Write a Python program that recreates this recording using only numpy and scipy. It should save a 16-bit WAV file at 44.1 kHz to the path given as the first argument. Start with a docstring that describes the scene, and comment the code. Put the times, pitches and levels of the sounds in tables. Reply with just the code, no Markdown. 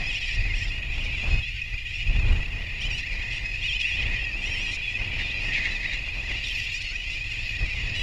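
"""Near terns give nasal, warbling cries from overhead: harmonics on a gliding pitch, shaped by a throat.
Noisy snaps ringing resonances make harsh squawks and rattles; brief harmonic tones make short clucks.
Behind them hundreds of birds merge into a shrill wall, built from many overlapping cries and noise.
Gusts rumble and hiss on the microphone as coloured noise, over the faint air of a beach."""
import sys
import numpy as np
from scipy import signal
from scipy.fft import rfft, irfft
from scipy.io import wavfile
from scipy.ndimage import uniform_filter1d, map_coordinates

SR = 44100
rng = np.random.default_rng(int(sys.argv[2]) if len(sys.argv) > 2 else 0)


def store_pcm(level_fs):
    """Save levels as 16-bit WAV."""
    pcm = np.round(np.clip(level_fs, -1, 1) * 32767).astype(np.int16)
    wavfile.write(sys.argv[1], SR, np.atleast_2d(pcm).T)


N = 354078
TIME = np.arange(N) / SR

# kinds of cry, pitch gliding with a warble about the glide: (start [s], length [s], start pitch [Hz],
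# end pitch [Hz], warble depth [octaves], time to its crest [s], warble period [s], relative level [dB],
# brightness of the upper harmonics [dB], roughness [0-1], main throat resonance [Hz])
CRY_TUNES = [(0.058,.125,806,684.4,.15,.028,.1,-34,-8,.25,2700),
             (0.209,.155,806.3,697.4,.1,.076,.097,-35.5,-7.5,0.3,2730),
             (.55,.1,695,973,0.1726,.088,.105,-41.5,1,0.45,2900),
             (0.668,.037,765,700,.07,.059,.068,-47.5,4.5,0.38,3420),
             (0.911,.145,789.7,844.6,.25,.159,.167,-46.5,-2.5,.04,2880),
             (1.123,.06,839,858,0.027,.035,.1,-52,-17,0,3260),
             (1.238,.075,863,809,.04,.035,0.108,-51,-14,0,3200),
             (1.88,.14,632.2,717.8,0.0503,.111,.138,-39.5,-10.5,.3,2630),
             (2.809,.063,745,1068,0.0753,.033,.078,-35,-5.5,0.35,2760),
             (2.904,.088,985,926,.08,.061,.072,-35.5,-5,0,2680),
             (2.992,.032,829,804,0.0092,0,0.076,-46,-7,0.1,3900),
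             (3.125,.04,1051,955,.03,.01,.086,-51,-10,0.1,3930),
             (3.31,.073,670,672,.054,.058,.07,-38,-7.5,0.56,2710),
             (3.59,.075,640,700,0.0605,.05,.1,-47,-15,0.1,2850),
             (3.625,.145,855.5,902,.18,.034,.102,-31.5,-12,.08,2890),
             (3.797,.162,887,889,0.1205,.083,.094,-32.5,-10.5,.15,2760),
             (3.967,.07,540,769,0.063,0.0039,0.0763,-37,-12,.5,2750),
             (4.16,.09,596,521.7,0.0897,.011,.086,-41,-21,.2,2800),
             (4.42,.1,635,804.4,0.0089,0.069,.115,-37,-6,0.3,2750),
             (4.52,.2,770.6,834.3,0.0602,.12,.123,-36.5,-4.5,.25,2730),
             (4.82,.15,822,880,.04,.012,0.174,-36,-16,0.07,2800),
             (5.199,.064,893,908,0.021,.035,.07,-46,-14,.1,3300),
             (5.25,.075,655,960,0.1117,.07,.072,-42.5,-10,.15,3370),
             (5.405,.08,687,993.4,.09,.072,.073,-55.5,9,0.15,3230),
             (5.707,.065,1019,906,0.032,.033,0.0745,-44,-4,0.3,3550),
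             (5.873,.105,934.6,998,0.0403,.085,.1,-43.5,-10,0.25,3660),
             (6.439,.08,742,744.4,0.0806,.077,.084,-38,-4,0.72,3200),
             (6.569,.085,910,1051,.015,.071,0.077,-41.5,-3,.85,2780),
             (6.721,.065,830,1043,0.0096,.018,.115,-44,5,.3,2690),
             (6.805,0.1065,860.3,870.4,0.011,0.1214,.134,-49,-3.5,0.1,4350),
             (7.1,.06,816,1078,0.0587,.019,.072,-44.5,0,0.8,3300),
             (7.43,.07,521,731,0.021,.042,0.102,-48,-12,.2,4100),
             (7.951,.085,978,974,0.021,.069,0.0724,-36.5,-2.5,0.34,3100)]
CRY_FADE_S = .014   # each end of a cry fades over this time


def from_db(db):
    """Amplitude ratio: 20 dB is a factor of ten."""
    return 10 ** (np.asarray(db) / 20)


def rms_one(x):
    """Scale a signal to unit root-mean-square amplitude."""
    return x / np.sqrt(np.mean(x ** 2) + 1e-20)


def in_time(rows):
    """Each column of a (time [s], ...) table as a piecewise linear envelope."""
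    s, *columns = np.transpose(rows)
    return [np.interp(TIME, s, c) for c in columns]


def at_hz(points, hz):
    """Gain of a spectrum: decibels interpolated on a log-frequency axis."""
    f, db = np.transpose(points)
    return from_db(np.interp(np.log(hz + 1e-6), np.log(f), db))


def wander(rate, size):
    """Smooth random motion about 0, spread near 1: splines through independent values, rate per second."""
    at = np.arange(size) * rate / SR
    return map_coordinates(rng.standard_normal(int(at[-1]) + 3), [at], order=2, mode="nearest")


def coloured(spectrum):
    """White noise shaped by a spectrum; rms 1."""
    white = rfft(rng.standard_normal(N))
    return rms_one(irfft(white * at_hz(spectrum, np.fft.rfftfreq(N, 1 / SR)), N))


def resonate(x, modes):
    """Steep-sided resonances (centre [Hz], width [Hz], level [dB]) whose powers add; rms 1."""
    hz = np.fft.rfftfreq(len(x), 1 / SR)
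    power = 0
    for f, width, db in modes:
        detuning = (hz - f) / (width / 2)
        power = power + from_db(db) ** 2 / (1 + detuning ** 2 / 2) ** 3
    return rms_one(irfft(rfft(x) * np.sqrt(power), len(x)))


def evened(x, seconds):
    """Divide by the running rms, which removes swells slower than the given time."""
    size = int(seconds * SR)
    power = uniform_filter1d(uniform_filter1d(x ** 2, size), size)
    return x / np.sqrt(np.maximum(power, 1e-12))


def add(out, start_s, sound):
    """Superpose a sound at a time, dropping what falls outside."""
    i = int(start_s * SR)
    a, b = max(i, 0), min(i + len(sound), N)
    if b > a:
        out[a:b] += sound[a - i:b - i]


def swell(size, fade_s):
    """Loudness envelope: quarter-sine ends round a level middle."""
    t = np.arange(size) / SR
    return np.sin(np.pi / 2 * np.clip(np.minimum(t, t[-1] - t) / fade_s, 0, 1))


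def bell(s, length):
    """Gaussian rise and fall of height 1, as wide as length at 1/e."""
    return np.exp(-(2 * (TIME - s) / length) ** 2)


def surges(rows, rest_db=-120):
    """Gain of a resting level with swells (middle [s], length [s], level [dB]) on top; their powers add."""
    power = sum((from_db(db) * bell(s, length)) ** 2 for s, length, db in rows)
    return np.sqrt(from_db(rest_db) ** 2 + power)


def thinned(x, edge_hz=1730):
    """High-pass radiation: a small bill radiates little below its lowest resonance."""
    return signal.sosfilt(signal.butter(10, edge_hz, "high", fs=SR, output="sos"), x)


def contour(length, start_hz, end_hz, depth, crest_s, period_s):
    """Pitch through one cry: an exponential glide with sinusoidal frequency modulation."""
    t = np.arange(-CRY_FADE_S / 2, length + CRY_FADE_S / 2, 1 / SR)
    glide = start_hz * (end_hz / start_hz) ** (t / length)
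    return glide * 2 ** (depth * np.cos(2 * np.pi * (t - crest_s) / period_s))


def near_cries(jitter=0.025, rasp=0.67, half_tone_db=-7, shimmer_db=3.0, throat_octaves=0.19,
               effort=0.79, level_db=0.5):
    """Source and filter: the syrinx buzzes on a swooping pitch and the throat shapes its harmonics.

    In a rough voice uneven cycles smear the harmonics and add lines between them."""
    # what throat and bill pass besides the main resonance: (frequency [Hz], gain [dB])
    side_throat = [(500, -29.5), (1400, -40), (2600, -35), (4150, -17.5), (5050, -9.5), (5600, -6),
                   (6300, -26.5), (7300, -17), (8200, -32.5), (9400, -29), (11000, -44), (14000, -48)]
    out = np.zeros(N)
    multiple = np.arange(2, 31)[:, None] / 2   # harmonics 1 to 15 and the lines between
    for s, *tune, db, bright_db, rough, throat_hz in CRY_TUNES:
        pitch = contour(*tune)
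        size = len(pitch)
        phase = 2 * np.pi * np.cumsum(pitch * (1 + rough * jitter * wander(900, size))) / SR
        hz = multiple * pitch
        # the bird turns and beats its wings, so each harmonic shimmers by itself
        shimmer = shimmer_db * np.array([wander(45, size) for _ in multiple])
        main = np.exp(-np.log2(hz / throat_hz) ** 2 / (2 * throat_octaves ** 2))
        upper = np.clip((hz - 3600) / 1200, 0, 1)   # brightness sets in from 3600 to 4800 Hz
        throat = main + at_hz(side_throat, hz) * from_db(upper * bright_db)
        line_gain = np.where(multiple % 1 > 0, rough * from_db(half_tone_db), 1)
        gain = throat * from_db(shimmer) * line_gain
        start_phase = rng.uniform(0, 2 * np.pi, multiple.shape)
        voice = np.sum(gain * np.sin(multiple * phase + start_phase), axis=0)
        # pressing harder raises pitch and loudness together
        loudness = from_db(db + level_db) * (pitch / pitch.mean()) ** effort * swell(size, CRY_FADE_S)
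        roughened = voice * (1 + rough * rasp * wander(700, size))
        add(out, s - CRY_FADE_S / 2, np.sqrt(2) * roughened * loudness)
    return out


def snapping(per_s, size, uneven=.4):
    """Irregular impulse excitation: snaps of the syrinx, uneven in spacing and strength; rms 1."""
    cycles = np.cumsum(per_s * np.exp(uneven * wander(300, size))) / SR
    snaps = np.diff(np.floor(cycles), prepend=0)
    return rms_one(snaps * np.exp(uneven * rng.standard_normal(size)))


def squawks(snaps_per_s=420, breath=0.45, width_hz=430, overtone_db=-17, level_db=-3.5):
    """Impulse-driven resonance: the syrinx snaps irregularly and each snap rings the throat."""
    # harsh squawks: (middle [s], length at half height [s], relative level [dB], centre [Hz])
    squawk_rows = [(.63, 0.031, -37, 2770), (3.656, 0.029, -32, 2140), (3.809, 0.019, -23.5, 2730),
                   (3.87, 0.055, -43, 2180), (4.022, 0.037, -31.5, 2130), (4.13, 0.095, -32, 2080),
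                   (5.208, .043, -28, 2000), (5.554, 0.051, -25, 2400), (5.587, .041, -25, 1970),
                   (5.656, 0.051, -24.5, 2000), (5.84, 0.043, -28.5, 2030), (5.938, 0.047, -28, 2060),
                   (6.308, .03, -29, 2150)]
    out = np.zeros(N)
    for s, length, db, hz in squawk_rows:
        size = int(2 * length * SR)
        source = snapping(snaps_per_s, size) + breath * rng.standard_normal(size)
        voice = resonate(source, [(hz, width_hz, 0), (3600, 1800, overtone_db), (6300, 1800, -32)])
        add(out, s - length, from_db(db + level_db) * voice * np.hanning(size))
    return out


def rattles(snaps_per_s=330, breath=0.99, fade_s=.003):
    """Impulse-driven resonance: separate snaps ring the upper resonances of a wide-open bill."""
    # bright rattles: (start [s], length [s], level [dB])
    rattle_rows = [(1.037, 0.024, -45.5), (2.978, 0.032, -45), (3.804, 0.017, -42), (4.716, 0.049, -40.5),
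                   (6.812, 0.016, -40.5)]
    # open-bill resonances: (centre [Hz], width [Hz], level [dB])
    open_bill = [(3870, 910, 0.5), (5400, 780, -0.5), (6850, 900, -9), (8800, 1900, -19.5)]
    out = np.zeros(N)
    for s, length, db in rattle_rows:
        size = int(length * SR)
        source = snapping(snaps_per_s, size) + breath * rng.standard_normal(size)
        add(out, s, from_db(db) * resonate(source, open_bill) * swell(size, fade_s))
    return out


def clucks(sag_octaves_per_s=3.9):
    """Additive harmonics: a few clean cycles of the syrinx start at once, hold, and die as the pitch sags."""
    # short clear clucks: (start [s], level [dB], starting pitch [Hz])
    cluck_rows = [(1.616, -28, 862), (1.740, -29, 825), (1.779, -29.5, 820), (5.988, -28.5, 843),
                  (6.084, -29, 823), (7.492, -29.5, 847)]
    # partials of a cluck: (multiple of the pitch, level [dB])
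    cluck_partials = [(2, -30), (3, 0), (4, -24), (6, -21.5), (8, -27)]
    attack_s, hold_s, release_s = 0.0013, 0.0039, 0.0035
    out, t = np.zeros(N), np.arange(int(.05 * SR)) / SR
    shape = np.minimum(t / attack_s, 1) * np.exp(-np.maximum(t - attack_s - hold_s, 0) / release_s)
    for s, db, hz in cluck_rows:
        phase = 2 * np.pi * np.cumsum(hz * 2 ** (-sag_octaves_per_s * t)) / SR
        voice = sum(from_db(db + part_db) * np.sin(round(k) * phase) for k, part_db in cluck_partials)
        add(out, s, np.sqrt(2) * shape * voice)
    return out


def crowd(count, distance_db, pitch_scale=.92, pitch_spread=.18, jitter=.008, throb_db=3.0):
    """Superposition: many birds give the same kinds of cry at their own moment, pitch, pace and distance."""
    out = np.zeros(N)
    # 40 timbres of 14 harmonics, each one cycle of a wave
    strengths = from_db(rng.normal(0, 4, (40, 15)))
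    partials = strengths * np.exp(2j * np.pi * rng.random((40, 15))) * (np.arange(15) > 0)
    buzzes = irfft(partials, 2048)
    tunes = [contour(*tune) for s, *tune, db, bright_db, rough, throat_hz in CRY_TUNES]
    unsteady, throb = 1 + jitter * wander(900, N), from_db(throb_db * wander(130, N))
    for k, (when, kind, pace, voice, distance, mood) in enumerate(rng.random((count, 6))):
        tune, buzz = tunes[int(kind * len(tunes))], buzzes[k % len(buzzes)]
        steps = np.arange(0, len(tune), .9 + .8 * pace).astype(int)
        pitch = tune[steps.clip(0, len(tune) - 1)]
        first = int(mood * N / 2)
        own = slice(first, first + len(pitch))   # this bird's stretch of unsteadiness
        hz = pitch * pitch_scale * np.exp(pitch_spread * (2 * voice - 1)) * unsteady[own]
        place = (np.cumsum(hz) / SR * len(buzz)).astype(int) % len(buzz)
        sound = buzz[place] * throb[own] * swell(len(hz), 0.009)
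        start_s = (k + when) / count * (N / SR + .2) - .2
        add(out, start_s, sound * from_db(distance_db * (2 * distance - 1)))
    return rms_one(out)


def flock(far_db=-2.5, shrill_db=1.0, hoarse_db=1.9, upper_db=0.0, hoarse_wash_db=2.5,
          upper_wash_db=-11.5, low_db=-69):
    """Merging sources: middle-distance birds stand out of a far crowd, whose furthest voices blur to a wash."""
    # swell and ebb of the flock: (time [s], relative shrill level [dB], relative upper level [dB])
    flock_levels = [(0, -35, -45.5), (.3, -33.5, -43.5), (.85, -36, -52), (1.32, -31.5, -44.5),
                    (1.7, -39, -52), (2.1, -33.5, -48.5), (2.6, -38.5, -52), (2.9, -34.5, -48.5),
                    (3.3, -36, -46.5), (3.88, -30, -47.5), (4.3, -33.5, -48), (5, -33, -49),
                    (5.5, -32, -44), (6.05, -35.5, -48.5), (6.62, -32.5, -41.5), (6.9, -34.5, -46),
                    (8.03, -34, -44.5)]
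    # bouts of low, hoarse voices: (middle [s], length [s], relative level [dB])
    hoarse_bouts = [(.05, 0.14, -40.5), (.47, 0.51, -39.5), (2.6, 0.51, -46.5), (3.25, 0.64, -41),
                    (3.89, 0.11, -37), (4.13, 0.35, -39.5), (4.56, 0.27, -41.5), (5.1, 0.62, -45),
                    (5.6, 0.33, -34.5), (5.88, .22, -38), (6.5, 0.7, -45.5), (7.85, 1, -43)]
    # narrow resonances shaping the flock in three registers: (centre [Hz], width [Hz], relative level [dB])
    hoarse_modes = [(1903, 167, -6), (2015, 300, -5)]
    shrill_modes = [(2498.6, 184, 3), (2729, 274, -3), (3297, 314, -16.5)]
    upper_modes = [(4070, 1740, 6), (5040, 1140, 2.5), (5630, 630, -6.5), (6840, 610, -1),
                   (7400, 1500, -14.5), (9150, 1400, -23)]
    middle = crowd(count=250, distance_db=5.5)
    voices = middle + from_db(far_db) * crowd(count=800, distance_db=2.0)
    wash = rng.standard_normal(N)
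    shrill_level, upper_level = in_time(flock_levels)
    hoarse_gain = surges(hoarse_bouts, rest_db=-47)
    shrill = evened(resonate(voices + from_db(-9) * wash, shrill_modes), 0.066)
    hoarse = resonate(voices + from_db(hoarse_wash_db) * wash, hoarse_modes)
    hoarse = evened(thinned(hoarse), 0.16)
    upper = evened(resonate(voices + from_db(upper_wash_db) * wash, upper_modes), 0.082)
    # the voices' weak lowest harmonics
    lowest = from_db(low_db) * resonate(middle, [(1566, 170, 0)])
    return (from_db(shrill_level + shrill_db) * shrill + hoarse_gain * from_db(hoarse_db) * hoarse
            + from_db(upper_level + upper_db) * upper + lowest)


def wind(rumble_db=0.87, rush_db=3.5, flutter_db=1.24, buffet=0.16, unrest_db=1.5, unrest_per_s=9):
    """Turbulence: eddies buffet the microphone, and the rush of air past its housing flares with each push."""
    # the breeze: (time [s], relative rumble [dB], relative rush [dB])
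    breeze = [(0, -32, -46.5), (.3, -34, -57), (1, -30.5, -51), (2.5, -32.5, -50.5), (3, -34, -55.5),
              (3.3, -30.5, -48.5), (3.7, -35.5, -55), (4.45, -33, -48), (4.9, -35.5, -52), (5.25, -34, -49),
              (5.6, -34.5, -49), (6.6, -36.5, -55.5), (7.4, -35, -54.5), (8.03, -31.5, -49.5)]
    # gusts on top of it: (peak [s], length [s], relative rumble [dB], relative rush [dB])
    gusts = [(0.444, 0.26, -24, -53), (0.626, 0.12, -30.5, -60), (1, 0.07, -27, -52),
             (1.283, 0.18, -34, -43), (1.332, 0.12, -20.5, -49.5), (1.75, 0.038, -32, -55),
             (2.138, 0.17, -20, -52), (2.3, 0.23, -19, -43.5), (4.07, 0.29, -30, -49.5),
             (5.867, 0.19, -35, -55), (6.328, 0.11, -34, -48), (7.631, 0.061, -23.5, -47)]
    # stretches where the microphone's wind noise drops abruptly: (start [s], end [s], drop of the rush [dB])
    quiet_spans = [(1.44, 1.67, 18), (1.682, 2.082, 11.5), (3.493, 3.845, 4), (6.79, 7.57, 2)]
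    # spectra of the eddies and of the rush: (frequency [Hz], relative density [dB per Hz])
    rumble_colour = [(12, -10.5), (22, -3.5), (32, 1), (55, -7), (90, -11), (120, -14), (160, -27.5),
                     (250, -36.5), (500, -45), (5000, -105)]
    rush_colour = [(80, 0), (170, 7), (280, 3), (450, -1), (750, -1), (1300, -7), (2500, -6), (6000, -25),
                   (14000, -45.5)]
    quiet_edge_s, quiet_rumble = 0.051, 0.29   # onset time; share of the drop that the rumble takes
    rumble_rest, rush_rest = in_time(breeze)
    drop = sum(db * ((TIME >= start) & (TIME < end)) * 1.0 for start, end, db in quiet_spans)
    quiet = uniform_filter1d(drop, int(quiet_edge_s * SR))
    unrest = unrest_db * wander(unrest_per_s, N)
    rumble_gusts = [(s, length, db) for s, length, db, _ in gusts]
    rush_gusts = [(s, length, db) for s, length, _, db in gusts]
    rumble = surges(rumble_gusts, rumble_rest + unrest - quiet_rumble * quiet)
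    rush = surges(rush_gusts, rush_rest + unrest - quiet)
    eddies = evened(coloured(rumble_colour), 0.16)
    push = rms_one(1 + buffet * eddies ** 2)
    flutter = from_db(rush_db + flutter_db * wander(70, N))
    hiss = rush * flutter * push * coloured(rush_colour)
    return rumble * from_db(rumble_db) * eddies + hiss


def air(floor_db=-64, sizzle_db=-1.0, grain_db=2.0):
    """Stationary noise of the open shore, with passing amplitude-modulated noise as a thin, grainy hiss."""
    # spectrum of the steady noise: (frequency [Hz], relative level [dB])
    air_spectrum = [(100, -9), (400, -11), (1200, -4), (4000, -15.5), (9000, -16.5), (15000, -20.5)]
    # puffs of high hiss: (middle [s], length [s], relative level [dB])
    hiss_puffs = [(6.56, 0.23, -63), (6.73, .07, -66), (7.1, .07, -83), (7.33, 0.083, -74),
                  (7.49, 0.13, -69)]
    grains = rng.standard_normal(N) * from_db(grain_db * wander(90, N))
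    sizzle = from_db(sizzle_db) * surges(hiss_puffs) * resonate(grains, [(11700, 2400, 0)])
    return from_db(floor_db) * coloured(air_spectrum) + sizzle


def scene(ground_db=-12, ground_delay_s=0.0055):
    """Superposition with a reflection: the sand throws back a weak, delayed copy of the birds overhead."""
    near = near_cries() + thinned(squawks()) + clucks() + rattles()
    echo = from_db(ground_db) * np.interp(TIME - ground_delay_s, TIME, near)
    return (near + echo + flock() + wind() + air())[None]


def record(dry, cutoff_hz=15200):
    """Low-pass filtering: an elliptic filter cuts the top steeply."""
    return signal.sosfilt(signal.ellip(10, .2, 80, cutoff_hz, fs=SR, output="sos"), dry)


dry = scene()
out = record(dry)
store_pcm(out)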